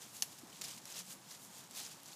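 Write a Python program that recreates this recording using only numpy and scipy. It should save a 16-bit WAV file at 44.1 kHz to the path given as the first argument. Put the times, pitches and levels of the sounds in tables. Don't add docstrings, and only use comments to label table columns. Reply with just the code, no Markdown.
import sys
import numpy as np
from scipy import signal
from scipy.fft import rfft, irfft
from scipy.io import wavfile
from scipy.ndimage import uniform_filter1d

SR = 44100
rng = np.random.default_rng(int(sys.argv[2]) if len(sys.argv) > 2 else 0)


def store_wav(level_fs):
    pcm = np.round(np.clip(np.atleast_2d(level_fs), -1, 1) * 32767)
    wavfile.write(sys.argv[1], SR, pcm.T.astype(np.int16))


N = 94815

# peak_s, rise_s, fall_s, level_db, treble_db (treble relative to level)
LEAF_PUSHES = [(0.028, 0.035, 0.04, -50, -1), (0.165, 0.078, 0.092, -56.5, 6.5),
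               (0.325, 0.036, 0.038, -55, 2.5), (0.39, 0.011, 0.024, -54.5, 1.5),
               (0.56, 0.028, 0.039, -53, -2.5), (0.617, 0.0017, 0.0048, -40.5, -20),
               (0.642, 0.0083, 0.018, -43.5, -3), (0.683, 0.014, .01, -50, 0),
               (0.715, 0.04, 0.049, -48, -0.5), (0.779, 0.0053, 0.0098, -50, -1),
               (0.90, 0.035, .05, -51.5, 1), (0.968, 0.034, 0.028, -47, -4),
               (0.995, 0.015, 0.017, -46.5, 0.5), (1.101, 0.047, 0.03, -53, 5.5),
               (1.129, 0.031, 0.017, -52, 6), (1.314, 0.028, 0.025, -51.5, -0.5),
               (1.35, 0.018, .016, -52, -0.5), (1.45, 0.06, .025, -66, 15), (1.586, 0.056, 0.04, -53.5, 3),
               (1.776, 0.026, 0.025, -44.5, 2), (1.801, 0.015, 0.039, -46, -0.5),
               (1.855, 0.047, 0.049, -49.5, -0.5), (1.917, 0.013, 0.023, -51.5, -7),
               (2.09, 0.036, 0.056, -53.5, -3)]
# start_s, level_db (before TWIG_TRIM_DB), pitch_hz, decay_s
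TWIG_TICKS = [(0.168, -39, 7000, .001), (0.5, -43, 7800, .0007), (0.529, -42, 3070, .0009),
              (0.6132, -30, 7550, .0009), (0.6178, -35.5, 4250, .0012), (0.6404, -31, 7250, .0008),
              (0.6467, -36, 5400, .0008), (0.655, -34, 6500, .0003), (.6683, -40, 4000, .0003),
              (0.6833, -31, 7600, 0.00027), (0.687, -32.5, 5030, 0.00026), (0.705, -36, 6050, .0007),
              (0.778, -43, 2300, 0.00075), (0.855, -31.5, 5700, .0007), (0.8762, -41, 7250, .0005),
              (0.902, -39, 7500, .0005), (0.9194, -36, 6840, .0003), (0.924, -37, 6900, .0004),
              (0.9803, -32, 5800, .0004), (0.991, -33, 6800, .0004), (0.998, -37, 8900, .0005),
              (1.449, -39, 6200, .0005), (1.71, -38, 7640, 0.0012), (1.778, -32.5, 4450, 0.00045),
              (1.83, -37, 4600, .0005), (1.917, -43.5, 7400, .0012), (2.033, -38.5, 11500, 0.00036),
              (2.059, -40, 6500, 0.00018), (2.085, -39.5, 5990, .0005), (2.132, -38, 4200, 0.00087)]
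# pitch_hz, level_db (before SNAP_DB), t60_s
STICK_MODES = [(540, -37, 0.014), (890, -28, 0.0062), (1764, -35.5, 0.027), (3030, -16.5, 0.0068),
               (4400, -12.5, 0.0085), (5420, -19.5, 0.017), (6140, 0, 0.003), (7640, -15.5, 0.0053),
               (10000, -12.5, 0.0039), (11430, -13, 0.004)]
# peak_s, rise_s, fall_s, level_db, pitch_hz
STALK_CRUNCHES = [(.618, .002, .005, -44.5, 4200), (.644, 0.0089, .012, -49, 5300),
                  (.99, 0.022, .015, -49.5, 5200), (1.785, 0.023, .03, -50.5, 4500),
                  (1.835, .015, .035, -54, 5400)]
# centre_s, pitch_hz, level_db, spread_s
TURF_THUMPS = [(.437, 285, -46, .0028), (.455, 191, -62, 0.0093), (.547, 169, -56, .005),
               (1.02, 181, -57, .008), (1.08, 185, -58.5, 0.014), (1.28, 165, -57, 0.0065)]
# centre_s, spread_s, level_db
GRASS_SCUFFS = [(0.488, 0.027, -62), (0.645, 0.047, -65.5), (1.16, .05, -68), (0.945, 0.051, -64.5),
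                (1.803, 0.015, -58)]
# frequency_hz, relative_level_db
LEAF_SPECTRUM = [(200, -27.5), (600, -11), (1200, -9.5), (2000, -7.5), (3000, -2.5), (4400, -1),
                 (5500, -0.5), (7100, .5), (8800, -3.5), (11500, -6), (15500, -13)]
# frequency_hz, relative_level_db
TWIG_CRACK_SPECTRUM = [(200, -32), (500, -11.5), (1200, -14.5), (2500, -2.5), (4500, 0.5), (6800, 0.5),
                       (8500, -4.5), (11000, 1.5), (15500, -12.5)]
# frequency_hz, relative_level_db
FIBRE_SPECTRUM = [(200, -28), (500, -6), (1000, -7.5), (1300, -15), (1750, -5.5), (2200, -6.5), (3030, 0.5),
                  (3500, -5), (4420, 2), (4850, -3), (5410, 3.5), (7100, 3), (8500, -2.5), (11000, 2.5),
                  (15500, -10)]
# frequency_hz, relative_level_db
GRASS_SPECTRUM = [(150, -9), (400, 0), (850, 1.5), (1400, -10), (2000, -3.5), (4000, -27)]
# frequency_hz, relative_level_db
WIND_SPECTRUM = [(25, -20), (60, -17), (85, -11), (130, 1.5), (185, 2.5), (260, -1), (380, -6), (600, -6.5),
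                 (870, -3.5), (1400, -9), (2200, -13.5), (4500, -18), (7000, -14), (10000, -19),
                 (15500, -23)]

GRAINS_PER_S, GRAIN_SPREAD_DB, GRAIN_DECAY_CYCLES = 8000, 3, 1.19
GRAIN_LOW_HZ, GRAIN_HIGH_HZ = 300, 16000
SCATTER_DB, SCATTER_S = -2, 0.01
STIR_DB, TREBLE_HZ = -62.5, 8100
CLUSTERS_PER_S, CLUSTER_SPREAD_DB = 170, 1.2
TWIG_TRIM_DB, TWIG_CRACK_DB, TWIG_CRACK_S, TWIG_SCATTER_DB = -2, -6.5, 0.0004, -3
SNAP_S, SNAP_DB, SNAP_ATTACK_S = 0.2228, -6, 0.00044
SPLINTER_DB, SPLINTER_RISE_S, SPLINTER_FADE_S = -27.5, 0.0029, 0.0063
SNAP_ECHO_DB, SNAP_ECHO_S = -44.5, 0.028
STALK_GRAINS_PER_S, STALK_SPREAD_DB, STALK_SKIRT_DB = 1500, 4.5, -18
WIND_DB, FLUTTER_DB, FLUTTER_PER_S = -60, 0.88, 35.05
LOW_CUT_HZ, TOP_HZ = 58, 15400


def undb(db):
    return 10 ** (np.asarray(db) / 20)


def unit(x):
    return x / np.sqrt(np.mean(x ** 2))


def colour(x, points):
    hz, db = np.array(points).T
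    frequency = np.maximum(np.fft.rfftfreq(N, 1 / SR), 1)
    gain = undb(np.interp(np.log(frequency), np.log(hz), db))
    return unit(irfft(rfft(x) * gain, N))


def walk(rate):
    step = max(int(SR / rate), 1)
    steps = np.repeat(rng.standard_normal(N // step + 1), step)
    smooth = uniform_filter1d(uniform_filter1d(steps, step), step)
    return unit(smooth[:N])


def fade(age, seconds):
    return (age >= 0) * np.exp(-np.maximum(age, 0) / seconds)


def swell(t, at, rise, fall):
    return np.exp(-np.abs(t - at) / np.where(t < at, rise, fall))


def gaussian(t, at, spread):
    return np.exp(-((t - at) / spread) ** 2 / 2)


def crackles(per_s, spread_db, size=96):
    out, n = np.zeros(N + size), np.arange(size)
    when, pitch, strength, phase = rng.random((int(per_s * N / SR), 4)).T[:, :, None]
    hz = GRAIN_LOW_HZ + (GRAIN_HIGH_HZ - GRAIN_LOW_HZ) * pitch
    cycles = n * hz / SR
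    gain = undb(-spread_db * np.log(1 - 0.995 * strength)) * np.sqrt(hz)
    ring = np.exp(-cycles / GRAIN_DECAY_CYCLES) * np.sin(2 * np.pi * (cycles + phase))
    np.add.at(out, (when * N).astype(int) + n, gain * ring)
    return out[:N]


def thicket(x, diffuse, scatter_db):
    keep = np.exp(-1 / (SCATTER_S * SR))
    power = signal.lfilter([1 - keep], [1, -keep], x ** 2)
    return x + undb(scatter_db) * diffuse * np.sqrt(power)


def leaves(t):
    clusters = crackles(GRAINS_PER_S, GRAIN_SPREAD_DB) * undb(CLUSTER_SPREAD_DB * walk(CLUSTERS_PER_S))
    scattered = thicket(clusters, rng.standard_normal(N), SCATTER_DB)
    grains = colour(scattered, LEAF_SPECTRUM)
    splitter = signal.butter(2, min(TREBLE_HZ, SR / 3), fs=SR, output="sos")
    low = signal.sosfiltfilt(splitter, grains)
    high = grains - low
    body_power = treble_power = undb(STIR_DB) ** 2
    for at, rise, fall, db, treble_db in LEAF_PUSHES:
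        push = undb(db) * swell(t, at, rise, fall)
        body_power = body_power + push ** 2
        treble_power = treble_power + (push * undb(treble_db)) ** 2
    return low * np.sqrt(body_power) + high * np.sqrt(treble_power)


def twigs(t):
    out, noise = 0, colour(rng.standard_normal(N), TWIG_CRACK_SPECTRUM)
    for at, db, hz, decay in TWIG_TICKS:
        age = t - at
        ring = fade(age, decay) * np.sin(2 * np.pi * hz * age)
        crack = undb(TWIG_CRACK_DB) * noise * fade(age, TWIG_CRACK_S)
        out = out + undb(db + TWIG_TRIM_DB) * (ring + crack)
    return thicket(out, noise, TWIG_SCATTER_DB)


def snap(t):
    age = np.maximum(t - SNAP_S, 0)
    ring = 0
    for hz, db, t60 in STICK_MODES:
        decay_db = 60 * np.minimum(age / t60, 10)
        ring = ring + undb(db - decay_db) * np.sin(2 * np.pi * hz * age)
    attack = 1 - fade(age, SNAP_ATTACK_S)
    grains = thicket(crackles(GRAINS_PER_S, GRAIN_SPREAD_DB), rng.standard_normal(N), SCATTER_DB)
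    fibres = undb(SPLINTER_DB) * fade(age, SPLINTER_FADE_S) * colour(grains, FIBRE_SPECTRUM)
    echo_noise = colour(rng.standard_normal(N), FIBRE_SPECTRUM)
    echo = undb(SNAP_ECHO_DB) * fade(age, SNAP_ECHO_S) * echo_noise
    rise = 1 - fade(age, SPLINTER_RISE_S)
    return undb(SNAP_DB) * ring * attack + (fibres + echo) * rise


def stalks(t):
    grains = crackles(STALK_GRAINS_PER_S, STALK_SPREAD_DB)
    scattered = thicket(grains, rng.standard_normal(N), SCATTER_DB)
    out = 0
    for at, rise, fall, db, hz in STALK_CRUNCHES:
        resonance = [(hz / 4, 2 * STALK_SKIRT_DB), (hz / 2, STALK_SKIRT_DB), (hz, 0), (hz * 2, STALK_SKIRT_DB)]
        out = out + undb(db) * swell(t, at, rise, fall) * colour(scattered, resonance)
    return out


def thumps(t):
    out = 0
    for at, hz, db, spread in TURF_THUMPS:
        out = out + undb(db) * gaussian(t, at, spread) * np.sin(2 * np.pi * hz * (t - at))
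    return out


def scuffs(t):
    swish = sum(undb(db) * gaussian(t, at, spread) for at, spread, db in GRASS_SCUFFS)
    return swish * colour(rng.standard_normal(N), GRASS_SPECTRUM)


def wind(t):
    flutter = undb(FLUTTER_DB * walk(FLUTTER_PER_S))
    return undb(WIND_DB) * colour(rng.standard_normal(N) * flutter, WIND_SPECTRUM)


def scene():
    t = np.arange(N) / SR
    brush = leaves(t) + twigs(t) + snap(t) + stalks(t)
    return (brush + thumps(t) + scuffs(t) + wind(t))[None]


def record(dry):
    low_cut = signal.butter(2, LOW_CUT_HZ, "high", fs=SR, output="sos")
    top_cut = signal.ellip(10, 0.2, 70, TOP_HZ, fs=SR, output="sos")
    return signal.sosfilt(top_cut, signal.sosfilt(low_cut, dry))


dry = scene()
out = record(dry)
store_wav(out)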